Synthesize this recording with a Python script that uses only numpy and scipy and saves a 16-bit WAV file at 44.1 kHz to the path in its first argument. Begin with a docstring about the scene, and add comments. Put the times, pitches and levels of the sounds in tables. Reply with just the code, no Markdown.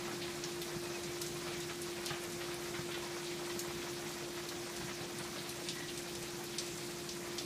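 """Steady rain on a lawn, heard in mono from under a covered patio.
Far drops merge into a wash; nearer ones plop in mud, patter on leaves and tick on a railing.
Water from the eaves drips on concrete and splashes in the mud; the patio walls throw it back.
Behind it: a steady machine hum, low outdoor rumble with soft bumps, a few faint whistles."""
import sys
import numpy as np
from scipy import signal
from scipy.fft import rfft, irfft
from scipy.io import wavfile
from scipy.ndimage import uniform_filter1d

SR = 44100
rng = np.random.default_rng(int(sys.argv[2]) if len(sys.argv) > 2 else 0)


def to_wav(sig):
    """Store sig (one row per channel, or 1-D mono) as 16-bit WAV at the path in sys.argv[1].

    Samples outside -1..1 are clipped; the rate is SR.
    """
    pcm = np.clip(np.atleast_2d(sig), -1, 1) * 32767
    pcm = np.round(pcm).astype(np.int16)
    wavfile.write(sys.argv[1], SR, pcm.T)  # frames by channels


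N = 328545
TIME_S = np.arange(N) / SR

# Table levels are relative.
# Dull body of the rain, easing towards the end: t/s, level/dB
RAIN_BODY = [(0.0, -45.5), (0.65, -54), (1.1, -49.5), (2.3, -53), (3.0, -49), (4.25, -53), (4.9, -50),
             (6.0, -54), (7.45, -54)]
# Spectrum of far rain: f/Hz, level/dB
WASH_SPECTRUM = [(250, -15), (420, 0.5), (770, -1), (850, -3), (1400, -5), (2100, -3.5), (2480, -3),
                 (2850, -6.5), (3700, -4), (6200, -6.5), (7500, -9), (9700, -14), (12500, -18.5),
                 (15200, -20)]
# Drips on the patio edge: t/s, splat level/dB, splat f/Hz, tick level/dB, tick f/Hz, sharpness/0-1
EAVE_DRIPS = [(0.438, -44.5, 4200, -45.5, 6100, 0.1), (0.617, -44.5, 3920, -51.5, 11800, .2),
              (0.835, -55, 6000, -56, 9300, 0), (1.035, -47.5, 5600, -62, 8500, .3),
              (1.215, -48, 7500, -48, 11600, .5), (1.218, -41.5, 5540, -57, 9000, 0.3),
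              (1.263, -46, 5400, -61, 10500, 0.1), (1.603, -48.5, 6200, -58, 10000, .3),
              (1.818, -51, 6500, -50, 10200, 0), (2.061, -40.5, 4200, -48, 10000, .75),
              (2.238, -52, 5400, -54, 11000, .8), (2.322, -47.5, 6600, -59, 10000, .8),
              (2.544, -57, 4000, -54, 9800, .8), (3.593, -40, 5800, -48, 12600, 0.6),
              (4.488, -45, 4470, -56, 11000, .1), (4.764, -47, 5400, -57, 10000, .2),
              (5.186, -58, 6000, -50.5, 9200, .2), (5.492, -47.5, 4600, -48.5, 9900, 0),
              (5.687, -38.5, 4300, -48, 7860, 0.3), (5.976, -45.5, 6030, -52, 8600, .1),
              (6.153, -47, 4600, -54, 9000, .7), (6.227, -50, 6500, -56, 8300, .3),
              (6.440, -62, 6000, -54, 11500, .3), (6.584, -36.5, 4700, -44, 8000, .4),
              (6.663, -50, 5600, -56, 9000, .1), (6.775, -48, 6100, -66, 9000, .4),
              (7.090, -43, 4670, -63, 8000, 0.1), (7.382, -39, 4400, -55, 7500, 0.06)]
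# Splashes on wet ground: t/s, level/dB, f/Hz
MUD_SPLASHES = [(0.214, -44, 2550), (1.472, -43.5, 2300), (1.689, -44.5, 2200), (2.084, -43, 3300),
                (2.100, -39, 1040), (2.130, -43, 1500), (2.232, -46, 1200), (2.405, -43.5, 1800),
                (2.738, -42, 1490), (2.911, -44.5, 3000), (2.940, -40.5, 1900), (3.020, -43.5, 1000),
                (3.494, -43, 2600), (3.814, -44.5, 2600), (3.865, -45.5, 1400), (4.510, -45, 1000),
                (4.805, -44.5, 1040), (5.190, -49, 1100), (5.355, -45, 1500), (5.378, -44.5, 3900),
                (5.880, -43, 3500)]
# Machine hum, fainter once the microphone turns away: t/s, level/dB
HUM_LEVEL = [(0.0, -45), (3.85, -45), (4.05, -46.5), (5.6, -49), (7.45, -47)]
# Spectrum of outdoor rumble: f/Hz, level/dB
RUMBLE_SPECTRUM = [(20, -29), (42, -29), (58, -9), (80, -12), (112, -10.5), (150, 0.5), (175, -4),
                   (210, -3), (250, -9), (295, -4), (400, -13), (600, -31), (1200, -92)]
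# Soft low bumps: t/s, level/dB
LOW_BUMPS = [(0.764, -36), (1.305, -42), (2.111, -36), (2.791, -35), (4.845, -38), (5.01, -40)]
# Thin whistles, perhaps far birds: t/s, length/s, start f/Hz, end f/Hz, level/dB
WHISTLE_NOTES = [(.82, .08, 2600, 2450, -55), (.92, .08, 2650, 2400, -51.5), (1.08, .07, 2250, 2380, -54),
                 (1.34, .06, 2350, 2550, -52), (5.72, .19, 1945, 1952, -49.5)]


def rain(hiss_mean_db=-48.5, hiss_db_per_body_db=-0.68, hiss_rise_db_per_s=0.02):
    """Far wash plus near drops on mud, leaves and railing. Lighter rain sounds finer."""
    body_db = follow(RAIN_BODY)
    hiss_db = hiss_mean_db + hiss_db_per_body_db * (body_db - body_db.mean())
    hiss_db += hiss_rise_db_per_s * (TIME_S - TIME_S.mean())
    body, hiss = gain(body_db), gain(hiss_db)
    wash = gain(3) * np.sqrt(body * hiss) * patchy_noise(WASH_SPECTRUM, patchy_db=1.76)
    mud = shower(per_s=90, span_hz=(780, 1650), octaves=1.6, spread_db=6.5, sharp=0.075, spray_s=0.012)
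    leaves = shower(per_s=220, span_hz=(4400, 7500), octaves=1.7, spread_db=1.5,
                    sharp=0.7, spray_s=0.0033)
    railing = shower(per_s=27, span_hz=(8500, 12000), octaves=3, spread_db=-0.5,
                     sharp=0.8, spray_s=0.002, spots=8)
    return wash + gain(-4) * body * mud + hiss * (gain(-9.5) * leaves + gain(-16) * railing)


def shower(per_s, span_hz, octaves, spread_db, sharp, spray_s, spots=24):
    """Drops of random time and size; each landing spot has its own pitch and echoes."""
    out = np.zeros(N)
    for hz in np.geomspace(*span_hz, spots):
        sizes = gain(spread_db * np.minimum(rng.exponential(1, N), 2.5))
        landings = sizes * (rng.random(N) < per_s / spots / SR)
        drop = unit_energy(patio_echo(band(impact(sharp, spray_s), hz, octaves)))
        out += signal.oaconvolve(landings, drop)[:N]
    return unit_rms(out)


def impact(sharp, spray_s, size=3000):
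    """One landing: a click with energy share `sharp`, then a decaying spray of droplets."""
    t = np.arange(size) / SR
    spray = rng.standard_normal(size) * rng.exponential(1, size) * np.exp(-t / spray_s)
    return np.sqrt(sharp) * (t == 0) + np.sqrt(1 - sharp) * unit_energy(spray)


def drips(spray_s=0.01, thud_db=-13, thud_ratio=0.63, snap_db=-5.5, gain_db=29.5):
    """Drips on concrete: snap, bright tick, lower splat as the water film spreads, soft thud."""
    out = np.zeros(N)
    for start_s, splat_db, splat_hz, tick_db, tick_hz, sharp in EAVE_DRIPS:
        splat = unit_energy(band(impact(sharp / 2, spray_s), splat_hz, octaves=0.88))
        thud = unit_energy(band(impact(sharp / 2, spray_s), splat_hz * thud_ratio, octaves=0.75))
        tick = unit_energy(band(impact(sharp, spray_s), tick_hz, octaves=0.49, order=3))
        drip = gain(splat_db) * (splat + gain(thud_db) * thud) + gain(tick_db) * tick
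        add(out, start_s, patio_echo(drip))
        snap_octaves = 1.4 * (tick_hz / 11000) ** 3  # harder landing: higher tick, wider snap
        snap = unit_energy(band(impact(sharp=0.25, spray_s=0.0023), tick_hz, snap_octaves, order=3))
        add(out, start_s, gain(tick_db + snap_db) * snap)  # direct path only
    return gain(gain_db) * out


def splashes(rise_s=0.0076, top_hz=4700, gain_db=28, size=6000):
    """A string of water breaks on soft ground: a dull droplet cluster swells and dies."""
    out, t = np.zeros(N), np.arange(size) / SR
    envelope = t * np.exp(-t / rise_s)
    for start_s, level_db, hz in MUD_SPLASHES:
        droplets = rng.standard_normal(size) * rng.exponential(1, size) * envelope
        octaves = np.clip(2 * np.log2(top_hz / hz), 0.5, 1.92)
        splash = unit_energy(patio_echo(band(droplets, hz, octaves)))
        add(out, start_s, gain(level_db) * splash)
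    return gain(gain_db) * out


def patio_echo(x, echo_s=0.0027, echo_db=-6, tail_db=-3, bass_t60_s=0.28, treble_t60_s=0.21, size=12288):
    """Direct sound, one near-wall reflection, a short tail under the roof. No two spots echo alike."""
    hz, t, spectra = signal.stft(rng.standard_normal(size), SR, nperseg=256)
    t60_s = interp_log_hz([(500, bass_t60_s), (12000, treble_t60_s)], hz)[:, None]
    tail = signal.istft(spectra * gain(-60 * t / t60_s), SR)[1]
    delay_s = echo_s * 2 ** (rng.random() - 0.5)
    response = signal.unit_impulse(size)
    add(response, delay_s, gain([echo_db]))
    add(response, 2 * delay_s, gain(tail_db) * unit_energy(tail))
    return signal.fftconvolve(x, unit_energy(response))


def machine_hum(hz=349, waver_turns=0.008, waver_db=0.9, octave_db=-22, gain_db=-0.8):
    """Steady machine tone with a weak octave; phase and level waver slightly."""
    turns = hz * TIME_S + waver_turns * drift(rate_hz=2)
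    octave = gain(octave_db) * np.sin(4 * np.pi * turns) * (1 + 0.5 * drift(rate_hz=3))
    tone = unit_rms(np.sin(2 * np.pi * turns) + octave)
    return gain(follow(HUM_LEVEL) + gain_db + waver_db * drift(rate_hz=14)) * tone


def rumble(level_db=-51):
    """Low outdoor noise, slightly uneven."""
    return gain(level_db) * patchy_noise(RUMBLE_SPECTRUM, patchy_db=1)


def bumps(hz=155, rise_s=0.0035, size=4000):
    """Soft low bumps, a few cycles each, standing out of the rumble."""
    out, t = np.zeros(N), np.arange(size) / SR
    envelope = t / rise_s * np.exp(1 - t / rise_s)
    bump = envelope * np.sin(2 * np.pi * hz * t)
    for start_s, level_db in LOW_BUMPS:
        add(out, start_s, gain(level_db) * bump)
    return out


def whistles(waver_turns=0.1, flutter_depth=0.55):
    """Faint thin notes swell, glide and fade; level and pitch flutter."""
    out = np.zeros(N)
    for start_s, length_s, start_hz, end_hz, level_db in WHISTLE_NOTES:
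        size = round(length_s * SR)
        glide_hz = np.linspace(start_hz, end_hz, size)
        turns = np.cumsum(glide_hz) / SR + waver_turns * drift(rate_hz=50)[:size]
        flutter = 1 + flutter_depth * drift(rate_hz=90)[:size]
        envelope = gain(level_db) * signal.windows.cosine(size) * flutter
        add(out, start_s, envelope * np.sin(2 * np.pi * turns))
    return out


def patchy_noise(spectrum, patchy_db, frame=256):
    """Coloured noise, rms 1; level wanders in patches of time and frequency."""
    spectra = signal.stft(rng.standard_normal(N), SR, nperseg=frame)[2]
    patches = uniform_filter1d(rng.standard_normal(spectra.shape), size=11, axis=1)
    patches = unit_rms(uniform_filter1d(patches, size=12, axis=0))
    white = signal.istft(spectra * gain(patchy_db * patches), SR, nperseg=frame)[1][:N]
    colour = gain(interp_log_hz(spectrum, np.fft.rfftfreq(N, 1 / SR)))
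    return unit_rms(irfft(rfft(white) * colour, N))


def drift(rate_hz):
    """Slow random wander, rms 1."""
    hz = np.fft.rfftfreq(N, 1 / SR)
    lowpass = np.exp(-(hz / rate_hz) ** 2) * (hz > 0)
    return unit_rms(irfft(rfft(rng.standard_normal(N)) * lowpass, N))


def band(x, hz, octaves, order=2):
    """Broad resonance around hz, shifted down if too near Nyquist."""
    top_hz = min(hz * 2 ** (octaves / 2), SR / 2 - 1000)
    sos = signal.butter(order, [top_hz / 2 ** octaves, top_hz], "band", fs=SR, output="sos")
    return signal.sosfilt(sos, x)


def gain(db):
    """dB to amplitude."""
    return 10 ** (np.asarray(db) / 20)


def unit_rms(x):
    """Scale to rms 1."""
    return x / np.sqrt(np.mean(x ** 2) + 1e-20)


def unit_energy(x):
    """Scale to energy 1."""
    return x / np.sqrt(np.sum(x ** 2) + 1e-20)


def interp_log_hz(points, hz):
    """Interpolate on a log-frequency axis."""
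    points_hz, values = np.transpose(points)
    return np.interp(np.log(hz + 1), np.log(points_hz + 1), values)


def follow(curve):
    """Level curve at every sample."""
    times_s, levels_db = np.transpose(curve)
    return np.interp(TIME_S, times_s, levels_db)


def add(mix, start_s, sound):
    """Mix in at start_s."""
    part = mix[max(round(start_s * SR), 0):][:len(sound)]
    part += sound[:len(part)]


def scene():
    """Rain and eave water over the background; both channels alike."""
    background = rumble()
    water = rain() + drips() + splashes()
    background += bumps() + machine_hum() + whistles()
    mono = water + background
    return np.array([mono, mono])


def record(dry, cutoff_hz=15400):
    """Steep low-pass band limit."""
    lowpass = signal.firwin(601, cutoff_hz, window=("kaiser", 8), fs=SR)
    return signal.oaconvolve(dry, lowpass[None], "same")


dry = scene()
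out = record(dry)
to_wav(out)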